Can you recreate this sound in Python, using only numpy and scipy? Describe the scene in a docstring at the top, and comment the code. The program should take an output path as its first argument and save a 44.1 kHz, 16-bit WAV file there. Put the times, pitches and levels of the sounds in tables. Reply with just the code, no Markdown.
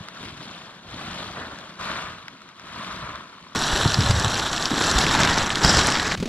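"""Open snow, with a big sheet of clear plastic dragged in tugs some way off to the left of the microphone.
Then, abruptly, it is right at the microphone: it rubs, crackles, snaps and billows, pulled over a crate.
At the very end the sheet stops; a few soft crunching knocks remain in faint open air.
Rubbing, crackle and billow are coloured noise, much of it driven by random crease flips;
snaps are short noise bursts, flaps and knocks are sagging tones with noise, heaves are low rumble."""
import sys
import numpy as np
from scipy import signal
from scipy.fft import rfft, irfft, next_fast_len
from scipy.io import wavfile
from scipy.ndimage import uniform_filter1d, map_coordinates

SR = 44100
rng = np.random.default_rng(int(sys.argv[2]) if len(sys.argv) > 2 else 0)


def dump(signal):
    """Clip the signal to [-1, 1] and save it as 16-bit WAV at the path in sys.argv[1]."""
    limited = np.clip(np.atleast_2d(signal).T, -1, 1)
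    pcm = np.round(limited * 32767).astype(np.int16)
    wavfile.write(sys.argv[1], SR, pcm)


N = 277150


def amp(db):
    """Decibels to gain."""
    return 10 ** (np.asarray(db) / 20)


def unit(x):
    """Scale to rms 1."""
    return x / np.sqrt(np.mean(x ** 2) + 1e-20)


def curves(rows):
    """One value per sample for each column after the time."""
    s, *cols = np.transpose(rows)
    return [np.interp(np.arange(N) / SR, s, c) for c in cols]


def wobble(rate):
    """A smooth random curve with rate knots a second."""
    knots = rng.standard_normal(int(N * rate / SR) + 4)
    return map_coordinates(knots, [np.arange(N) * rate / SR])


def along(points, hz):
    """(frequency [Hz], value) points joined on a log frequency axis."""
    f, v = np.transpose(points)
    return np.interp(np.log(hz + 1), np.log(f), v)


def filtered(x, response):
    """x times a complex response of frequency, padded so that the end does not wrap round."""
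    m = next_fast_len(N + SR // 2)
    return irfft(rfft(x, m) * response(np.fft.rfftfreq(m, 1 / SR)), m)[..., :N]


def coloured(x, spectrum):
    """x through a (frequency [Hz], gain [dB]) spectrum."""
    return filtered(x, lambda hz: amp(along(spectrum, hz)))


def add(track, s, sound):
    """Mix a short sound into a track at time s."""
    part = track[max(round(s * SR), 0):][:len(sound)]
    part += sound[:len(part)]


def stroke(start, rise, hold, release_db_per_s):
    """Gain of one tug: it builds up, holds and dies away."""
    t = np.arange(N) / SR - start
    return np.clip(t / rise, 0, 1) * amp(-release_db_per_s * np.maximum(t - rise - hold, 0))


def dappled(x, depth_db, size):
    """Random gain patches in time and pitch: every facet of the sheet favours its own frequencies."""
    z = signal.stft(x, nperseg=size)[2]
    field = uniform_filter1d(rng.standard_normal(z.shape), size=3, axis=0)
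    field = uniform_filter1d(field, size=3, axis=1)
    return signal.istft(z * amp(depth_db * unit(field)), nperseg=size)[1][:N]


def buckling(rate, spread_db, life, clump_db):
    """Power (mean near 1) of creases flipping at random, rate a second; strength swells in clumps.

    The amplitude of each flip falls to 1/e in life seconds."""
    flips = rng.random(N) < rate / SR
    strength_db = spread_db * np.clip(rng.standard_normal(N), -2.2, 2.2)
    sizes = amp(strength_db + clump_db * wobble(70))
    power = signal.lfilter([1], [1, -np.exp(-2 / (life * SR))], flips * sizes ** 2)
    # the pull sets the mean power, however it is shared among the creases
    local_mean = uniform_filter1d(uniform_filter1d(power, size=3000), size=3000)
    return power / (np.abs(local_mean) + 1e-9)


def rustle(power, spectrum, smooth, facet_db):
    """Flips radiate tiny noise bursts; the smooth share stands for the countless smallest ones; rms 1."""
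    bursts = rng.standard_normal(N) * np.sqrt(smooth + (1 - smooth) * power)
    return unit(coloured(dappled(bursts, facet_db, size=192), spectrum))


def snap(hz, t60, octaves):
    """One crease popping through: a noise burst of peak 1 around its facet's pitch, down 60 dB in t60 s."""
    t = np.arange(SR // 20) / SR
    distance = np.log2((np.fft.rfftfreq(len(t), 1 / SR) + 1) / hz) / octaves
    ring = irfft(rfft(rng.standard_normal(len(t))) / (1 + distance ** 4), len(t))
    attack = 1 - np.exp(-t / 0.0002)
    burst = np.tanh(unit(ring)) * amp(-60 * t / t60) * attack
    return burst / np.abs(burst).max()


def thump(hz, t60, sag):
    """A slack panel swings a few times, its pitch sagging as the tension goes; peak 1."""
    t = np.arange(SR // 4) / SR
    fade = amp(-60 * t / t60)
    cycles = hz * np.cumsum(1 - sag * (1 - fade)) / SR
    swing = np.sin(2 * np.pi * cycles) * fade * (1 - np.exp(-2 * hz * t))
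    return swing / np.abs(swing).max()


def strays(level_db, per_s, over_db, centre_hz, clump_db):
    """Lesser creases pop at random moments, louder in flurries, each with its own pitch and life."""
    out = np.zeros(N)
    flurry_db = level_db + over_db + clump_db * np.tanh(wobble(45))
    for s in rng.uniform(0, (N - 1) / SR, int(per_s * N / SR)):
        pitch, life = np.clip(rng.standard_normal(2), -1.6, 1.6)
        hz = centre_hz * 2 ** (0.48 * pitch)
        pop = snap(hz, t60=0.007 * np.exp(0.72 * life), octaves=0.32)
        add(out, s, amp(flurry_db[int(s * SR)]) * pop)
    return out


# tugs on the distant sheet, before slackening and catching: (time [s], rise [s], hold [s],
# release [dB/s], sliding level [dB], crackle level [dB], billow level [dB])
DISTANT_TUGS = [(0.133, 0.11, .02, 45, -49, -44, -44), (0.37, .04, .02, 60, -52, -47, -48),
                (0.83, .06, .1, 40, -45, -46, -45), (0.9, .19, .12, 25, -38, -39.5, -41.5),
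                (1.78, 0.026, 0.22, 98, -33, -39, -45), (2.57, 0.22, 0.17, 34, -37.5, -42, -43)]
# the lifted sheet settles back onto the snow: (time [s], sliding level [dB], billow level [dB])
SETTLINGS = [(1.33, -35.5, -40.5), (3.002, -39, -46)]
SETTLE_RISE_S, SETTLE_HOLD_S, SETTLE_RELEASE_DB_PER_S = 0.042, 0.053, 83
# the sheet still creeps between tugs, ever more quietly
IDLE_SLIDE_DB, IDLE_CRACKLE_DB, IDLE_BILLOW_DB = -45, -48, -49
IDLE_FADE_DB_PER_S = 2.0
CREASE_RISE_SHARE = 0.93  # creases tighten and flip before the whole sheet is sliding
# the sheet slackens just before each tug: depth, lead, half length
SLACK_DB, SLACK_LEAD_S, SLACK_S = -2.5, 0.028, 0.025


def drag_gains():
    """Gains of sliding, crackle and billow: tugs and settling add in power to a slow creep."""
    t = np.arange(N) / SR
    idle_db = np.array([[IDLE_SLIDE_DB], [IDLE_CRACKLE_DB], [IDLE_BILLOW_DB]])
    slide, crackle, billow = amp(idle_db - IDLE_FADE_DB_PER_S * t)
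    for start, rise, hold, release, slide_db, crackle_db, billow_db in DISTANT_TUGS:
        tug = stroke(start, rise, hold, release)
        tightening = stroke(start, CREASE_RISE_SHARE * rise, hold, release)
        slide = np.hypot(slide, tug * amp(slide_db))
        crackle = np.hypot(crackle, tightening * amp(crackle_db))
        billow = np.hypot(billow, tug * amp(billow_db))
    for start, slide_db, billow_db in SETTLINGS:
        settle = stroke(start, SETTLE_RISE_S, SETTLE_HOLD_S, SETTLE_RELEASE_DB_PER_S)
        slide = np.hypot(slide, settle * amp(slide_db))
        billow = np.hypot(billow, settle * amp(billow_db))
    slack = sum(np.exp(-((t - start + SLACK_LEAD_S) / SLACK_S) ** 2) for start, *_ in DISTANT_TUGS)
    return np.array([slide, crackle, billow]) * amp(SLACK_DB * slack)


def tick():
    """A distant crease: a short, bright crack over the dull ring of its panel."""
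    ring = amp(-1) * snap(hz=1350, t60=0.018, octaves=0.6)
    crack = amp(-4) * snap(hz=3800, t60=0.012, octaves=0.8)
    return ring + crack


# share of the sliding power that is a hollow scrape on the snow crust: (time [s], share [0-1])
CRUST_SHARE = [(0, 0.5), (1.4, 0), (1.9, 0.92), (2.2, 0.75), (3.5, 0.99)]
# relative noise spectra of the distant sheet: (frequency [Hz], density [dB per Hz])
DISTANT_GLIDE = [(200, -16), (430, -4), (640, 2), (830, -0.5), (1100, 2), (1450, 1.5), (1800, -2.5),
                 (2300, -16), (3200, -13), (7000, -58)]
DISTANT_SCRAPE = [(250, -39), (420, -17), (660, -8), (810, -16.5), (1010, -2), (1350, -4.5), (1750, -12),
                  (2400, -15.5), (7000, -66)]
DISTANT_CRACKLE = [(1200, -18), (2100, -6), (2900, -3), (3600, 0), (4300, -4), (5000, -9.5), (6500, -12),
                   (8500, -17.5), (12500, -33), (15500, -57)]
DISTANT_BILLOW = [(20, -32), (45, -23), (70, -11.5), (120, -6.5), (180, 1.5), (270, -3.5), (400, -8.5),
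                  (1000, -46), (3000, -90)]
# single creases that snap far off, before distance dulls them: (time [s], level [dB])
DISTANT_TICKS = [(0.0857, -26), (0.2533, -31), (1.5868, -29), (2.2817, -27.5), (2.4184, -36), (2.4897, -36),
                 (2.5965, -32), (3.1564, -29)]
# distance dulls a tick on its way to the microphone: (frequency [Hz], gain [dB])
DISTANCE_LOSS = [(1000, -1), (5000, 0), (9000, -1.5), (13000, -5), (15500, -25)]


def distant_sheet():
    """Each tug slides the sheet over the snow, flips creases and shakes its slack."""
    catch_db = 1.04 * wobble(11)  # the film catches and slips on the snow
    slide_gain, crackle_gain, billow_gain = drag_gains() * amp(catch_db)
    crust, = curves(CRUST_SHARE)
    creases = buckling(rate=700, spread_db=4.5, life=0.0039, clump_db=1.5)
    glide = np.sqrt(1 - crust) * rustle(creases, DISTANT_GLIDE, smooth=1.0, facet_db=2.0)
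    scrape = np.sqrt(crust) * rustle(creases, DISTANT_SCRAPE, smooth=0.49, facet_db=1.5)
    slide = slide_gain * (glide + scrape)
    crinkles = buckling(rate=800, spread_db=2.0, life=0.004, clump_db=4.0)
    flips = 0.5 * (creases + crinkles)
    crackle = crackle_gain * rustle(flips, DISTANT_CRACKLE, smooth=0.52, facet_db=1.0)
    billow = billow_gain * rustle(creases, DISTANT_BILLOW, smooth=0.8, facet_db=2.8)
    crackle_db = 20 * np.log10(crackle_gain)
    ticks = strays(crackle_db, per_s=59, over_db=3.6, centre_hz=3200, clump_db=2)
    for s, db in DISTANT_TICKS:
        add(ticks, s, amp(db) * tick())
    return slide + crackle + billow + coloured(ticks, DISTANCE_LOSS)


def scattered(x):
    """The same bursts with their waves jumbled, as after many ever-changing bounces."""
    z = signal.stft(x, nperseg=128)[2]
    random_phase = np.exp(2j * np.pi * rng.random(z.shape))
    jumbled = signal.istft(z * random_phase, nperseg=128)[1][:N]
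    return unit(jumbled) * np.std(x)


# left microphone port over right port: (frequency [Hz], level difference [dB])
PORT_SHADE = [(200, 0), (500, 1), (1300, 0.2), (2400, 6), (8000, 3.5), (15000, -3)]
# sound thrown back by nearby surfaces: (frequency [Hz], gain [dB])
SCATTER_COLOUR = [(100, -16), (750, -10), (1500, 3), (14000, -3)]


def from_left(x, lead_ms, scatter_db):
    """The left port hears the source earlier and mostly louder; snow and air scatter it to both ports."""
    sides = np.array([[1], [-1]]) / 2  # each port takes half the difference

    def ports(hz):
        lead = np.exp(2j * np.pi * hz * sides * lead_ms / 1000)
        return amp(along(PORT_SHADE, hz) * sides) * lead

    bounces = np.array([scattered(x), scattered(x)])
    return filtered(x, ports) + amp(scatter_db) * coloured(bounces, SCATTER_COLOUR)


# quiet open air, relative noise spectrum: (frequency [Hz], density [dB per Hz])
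OPEN_AIR = [(20, 7), (70, 1), (200, 11), (500, -18), (1200, -14), (4000, -16), (14000, -39)]


def air():
    """Faint steady rush of the open snowfield: coloured noise, rms 1."""
    return unit(coloured(rng.standard_normal(N), OPEN_AIR))


# slack panels that flap taut, far then close:
# (time [s], thump peak level [dB], pitch before sagging [Hz], swings in a 60 dB fade at that pitch)
PANEL_FLAPS = [(0.006, -32, 130, 6), (3.556, -21, 280, 9), (3.732, -15, 56, 4), (3.8545, -10.5, 340, 4),
               (3.857, -13, 125, 7), (3.986, -13.5, 121, 12), (4.029, -18, 83, 7), (4.096, -12, 108, 7),
               (4.14, -19, 79, 14), (4.245, -17, 127, 9), (4.714, -17.5, 300, 10), (4.731, -15.5, 214, 10),
               (4.958, -15, 65.6, 8), (5.642, -14.5, 62.5, 7), (5.648, -16, 220, 7), (5.768, -18, 85, 6)]
FLAP_SAG = 0.26  # share of its pitch that a panel loses
PUFF_DB, PUFF_OVER_PITCH = -5, 1.02  # the air that a flap pushes aside, relative to the thump


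def flaps():
    """Low thumps with a puff of air as panels are jerked taut; swings over pitch set how long each lasts."""
    out = np.zeros(N)
    for s, db, hz, swings in PANEL_FLAPS:
        t60 = swings / hz
        add(out, s, amp(db) * thump(hz, t60, FLAP_SAG))
        puff = snap(PUFF_OVER_PITCH * hz, t60=2.1 * t60, octaves=0.88)
        add(out, s, amp(db + PUFF_DB) * puff)
    return out


# the sheet heaves on the air beneath it, before unevenness:
# (time [s], rise [s], hold [s], rumble level [dB])
AIR_HEAVES = [(0.16, .08, .1, -48), (0.84, .04, .07, -46), (1.03, .03, .4, -47.5), (1.78, .03, .26, -47),
              (2.6, .15, .15, -54), (2.86, .12, .09, -43), (3.8, .04, .07, -29.5), (3.96, .03, .2, -27),
              (4.23, .03, .04, -29), (5.08, .08, .22, -34), (5.63, .02, .16, -30)]
HEAVE_RELEASE_DB_PER_S = 105
# relative noise spectrum of the rumble: (frequency [Hz], density [dB per Hz])
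HEAVE_RUMBLE = [(20, -21), (45, -5), (75, 0), (120, -1), (180, -6.5), (400, -43), (1500, -100)]


def heaves():
    """Air rolls under the whole sheet as it lifts: an uneven rumble."""
    power = np.zeros(N)
    for start, rise, hold, db in AIR_HEAVES:
        power += (amp(db) * stroke(start, rise, hold, HEAVE_RELEASE_DB_PER_S)) ** 2
    rumble = unit(coloured(rng.standard_normal(N), HEAVE_RUMBLE))
    return np.sqrt(power) * amp(1.2 * wobble(21.74)) * rumble


# the loudest creases that snap close by, before facet colour: (time [s], peak level [dB], pitch [Hz])
CLOSE_SNAPS = [(3.638, -10, 3680), (3.877, -12, 3440), (3.92, -9, 3470), (3.943, -2, 4000),
               (4.007, -7, 3870), (4.1096, -12, 5290), (4.1976, -10, 6060), (4.397, -8, 3600),
               (4.5303, -9, 4300), (4.563, -11, 4400), (4.579, -11, 3500), (4.613, -22, 4280),
               (4.6248, -8.5, 3900), (4.656, -3.5, 3900), (4.822, -11.5, 6000), (4.839, -7.5, 3930),
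               (4.913, -5.5, 4960), (4.987, -6, 5530), (5.014, -7, 3560), (5.0443, -8.5, 3500),
               (5.0662, -4, 2780), (5.219, -9, 3720), (5.234, -3, 3200), (5.274, -9, 2800),
               (5.383, -8, 4200), (5.427, -11.5, 4300), (5.504, -4, 2160), (5.556, -6, 3630),
               (5.6634, -6, 4320), (5.7055, -8, 4950), (5.7283, -10, 5560), (5.7703, -5, 5400),
               (5.792, -9, 5000), (5.813, -3.5, 2270), (5.87, -4.5, 7150), (5.902, -10, 4530),
               (5.922, -7.5, 4500), (5.954, -8, 3020), (5.998, -8, 2800), (6.114, -10, 2980),
               (6.128, -14.5, 3100)]
# radiation of a close snap, also used for the crunch of the knocks: (frequency [Hz], gain [dB])
FACET_RADIATION = [(200, 4), (1500, -5.5), (7900, -3.5), (8800, -14), (10200, -6), (14000, -24),
                   (14900, -65)]
REBOUND_S, REBOUND_DB = 0.0023, -8  # the next stretch of a crease follows a moment later


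def close_snaps(pull_db):
    """Loud creases pop in two steps among a dense crinkle of lesser ones, which grows with the pull."""
    out = strays(pull_db, per_s=220, over_db=2.66, centre_hz=4500, clump_db=2.9)
    for s, db, hz in CLOSE_SNAPS:
        add(out, s, amp(db) * snap(hz, t60=0.0053, octaves=0.6))
        add(out, s + REBOUND_S, amp(db + REBOUND_DB) * snap(hz, t60=0.0047, octaves=0.8))
    return coloured(out, FACET_RADIATION)


# how hard the close sheet is pulled: (time [s], strength [dB])
CLOSE_PULL = [(3.56, -23.5), (3.8, -22), (3.965, -27), (4.02, -23.5), (4.4, -25), (4.68, -26.5),
              (4.87, -21), (4.93, -23), (4.99, -18.5), (5.08, -22), (5.15, -18), (5.38, -21), (5.47, -24.5),
              (5.612, -25.5), (5.642, -18), (5.81, -18.5), (5.98, -24), (6.15, -26)]
# the close sheet bunches up from flat film into large folds: (time [s], bunching [0-1])
FOLD_BUNCHING = [(3.8, 0), (4.55, 0.3), (4.87, 0), (5.22, 0.94), (5.68, 0.61), (6.1, 1)]
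# levels for flat film relative to the pull, then their change when fully bunched
SLIDE_DB, CRACKLE_DB, CRUMPLE_DB, BILLOW_DB = -2.5, -4.5, -20.5, -11.5
BUNCHED_CRACKLE_DB, BUNCHED_CRUMPLE_DB, BUNCHED_BILLOW_DB = -5, 13.5, 3.5
USUAL_PULL_DB, BILLOW_GROWS = -22, 1.26  # billowing swings wider than the pull around its usual level
# hard yanks slide film on film, before catching: (time [s], swish level [dB])
HARD_YANKS = [(4.95, -35), (5.622, -23.5)]
YANK_RISE_S, YANK_HOLD_S, YANK_RELEASE_DB_PER_S = 0.025, 0.07, 42
# relative noise spectra of the close sheet: (frequency [Hz], density [dB per Hz])
CLOSE_SLIDE = [(170, -4.5), (350, -2.5), (520, -4.5), (850, -0.5), (1150, -1), (1400, 0), (1750, -1),
               (2150, -14.5), (3000, -35), (6000, -60)]
CLOSE_CRACKLE = [(1800, -18), (2700, -5), (3200, -1), (4000, 2), (4850, -10), (5700, -1), (6550, -13),
                 (7700, -4), (8750, -27), (10100, -15.5), (11800, -26.5), (14100, -33), (14900, -65)]
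CLOSE_CRUMPLE = [(1000, -11), (1900, 17), (2700, 7.5), (3600, 3.5), (5150, -6), (7000, 1), (10000, -54)]
CLOSE_SWISH = [(3300, -19), (4700, 1), (5400, 2), (6500, -13), (7600, -5), (8800, -27), (14000, -75)]
CLOSE_BILLOW = [(15, -4.5), (35, -9), (70, -5.5), (130, 1), (210, -1), (320, -7), (500, -28), (1500, -74)]


def close_sheet():
    """Close up the single creases stand out: small ones crackle, large folds crumple, the slack billows."""
    pull_db, = curves(CLOSE_PULL)
    bunching, = curves(FOLD_BUNCHING)
    slide_db = pull_db + SLIDE_DB
    crackle_db = pull_db + CRACKLE_DB + BUNCHED_CRACKLE_DB * bunching
    crumple_db = pull_db + CRUMPLE_DB + BUNCHED_CRUMPLE_DB * bunching
    swing_db = USUAL_PULL_DB + BILLOW_GROWS * (pull_db - USUAL_PULL_DB)
    billow_db = swing_db + BILLOW_DB + BUNCHED_BILLOW_DB * bunching
    yank = np.zeros(N)
    for s, db in HARD_YANKS:
        yank += amp(db) * stroke(s, YANK_RISE_S, YANK_HOLD_S, YANK_RELEASE_DB_PER_S)
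    small = buckling(rate=1800, spread_db=5.0, life=0.00056, clump_db=2.0)
    large = buckling(rate=430, spread_db=3.0, life=0.0025, clump_db=4.0)
    slide_flips = 0.85 * large + 0.18 * small
    crackle_flips = 0.39 * small + 0.33 * large
    crumple_flips = large + 0.21 * small
    slide = amp(slide_db) * rustle(slide_flips, CLOSE_SLIDE, smooth=0.5, facet_db=0.0)
    crackle = amp(crackle_db) * rustle(crackle_flips, CLOSE_CRACKLE, smooth=0.18, facet_db=1.8)
    crumple = amp(crumple_db) * rustle(crumple_flips, CLOSE_CRUMPLE, smooth=0.37, facet_db=3.0)
    swish = yank * rustle(large, CLOSE_SWISH, smooth=0.44, facet_db=-0.5)
    billow = amp(billow_db) * rustle(large, CLOSE_BILLOW, smooth=0.91, facet_db=2.5)
    catch_db = 0.59 * wobble(20)  # the film catches and slips on the crate
    # echoes between the moving folds keep shifting the fine colour
    film = amp(catch_db) * dappled(slide + crackle + crumple + swish, depth_db=1.23, size=2048)
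    return film + billow + close_snaps(pull_db)


# soft crunching knocks at the end, before the trims below:
# (time [s], level [dB], pitch [Hz], crunch level [dB])
LAST_KNOCKS = [(6.174, -31, 120, -23), (6.2, -26, 163, -21.5), (6.226, -20, 250, -20),
               (6.256, -27, 320, -20.5), (6.275, -29, 240, -26)]


def knocks():
    """Dull knocks, a sagging tone and a noise burst, with a little crunch like a boot settling in snow."""
    thuds, crunch = np.zeros((2, N))
    for s, db, hz, crunch_db in LAST_KNOCKS:
        add(thuds, s, amp(db - 2) * thump(hz, t60=0.05, sag=0.35))
        add(thuds, s, amp(db + 1.0) * snap(hz, t60=0.068, octaves=1.0))
        add(crunch, s, amp(crunch_db - 3.0) * snap(hz=2240, t60=0.071, octaves=1.4))
    return thuds + coloured(crunch, FACET_RADIATION)


NEAR_FROM_S, NEAR_TO_S = 3.5495, 6.154  # the sheet is close between these times


def scene():
    """Distant drag on the left, then the close sheet and the last knocks in the centre."""
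    t = np.arange(N) / SR
    before = t < NEAR_FROM_S
    after = uniform_filter1d(1.0 * (t >= NEAR_TO_S), size=128)
    far = from_left(distant_sheet(), lead_ms=0.072, scatter_db=-6.5)
    far += amp(-69.5) * np.array([air(), air()])
    near = ~before * (1 - after) * close_sheet()
    last_air = after * amp(-35.0) * air()
    return before * far + near + last_air + heaves() + flaps() + knocks()


TOP_HZ = 15700


def record(dry):
    """The microphone side keeps nothing at or above its band limit."""
    return filtered(dry, lambda hz: hz < TOP_HZ)


dry = scene()
out = record(dry)
dump(out)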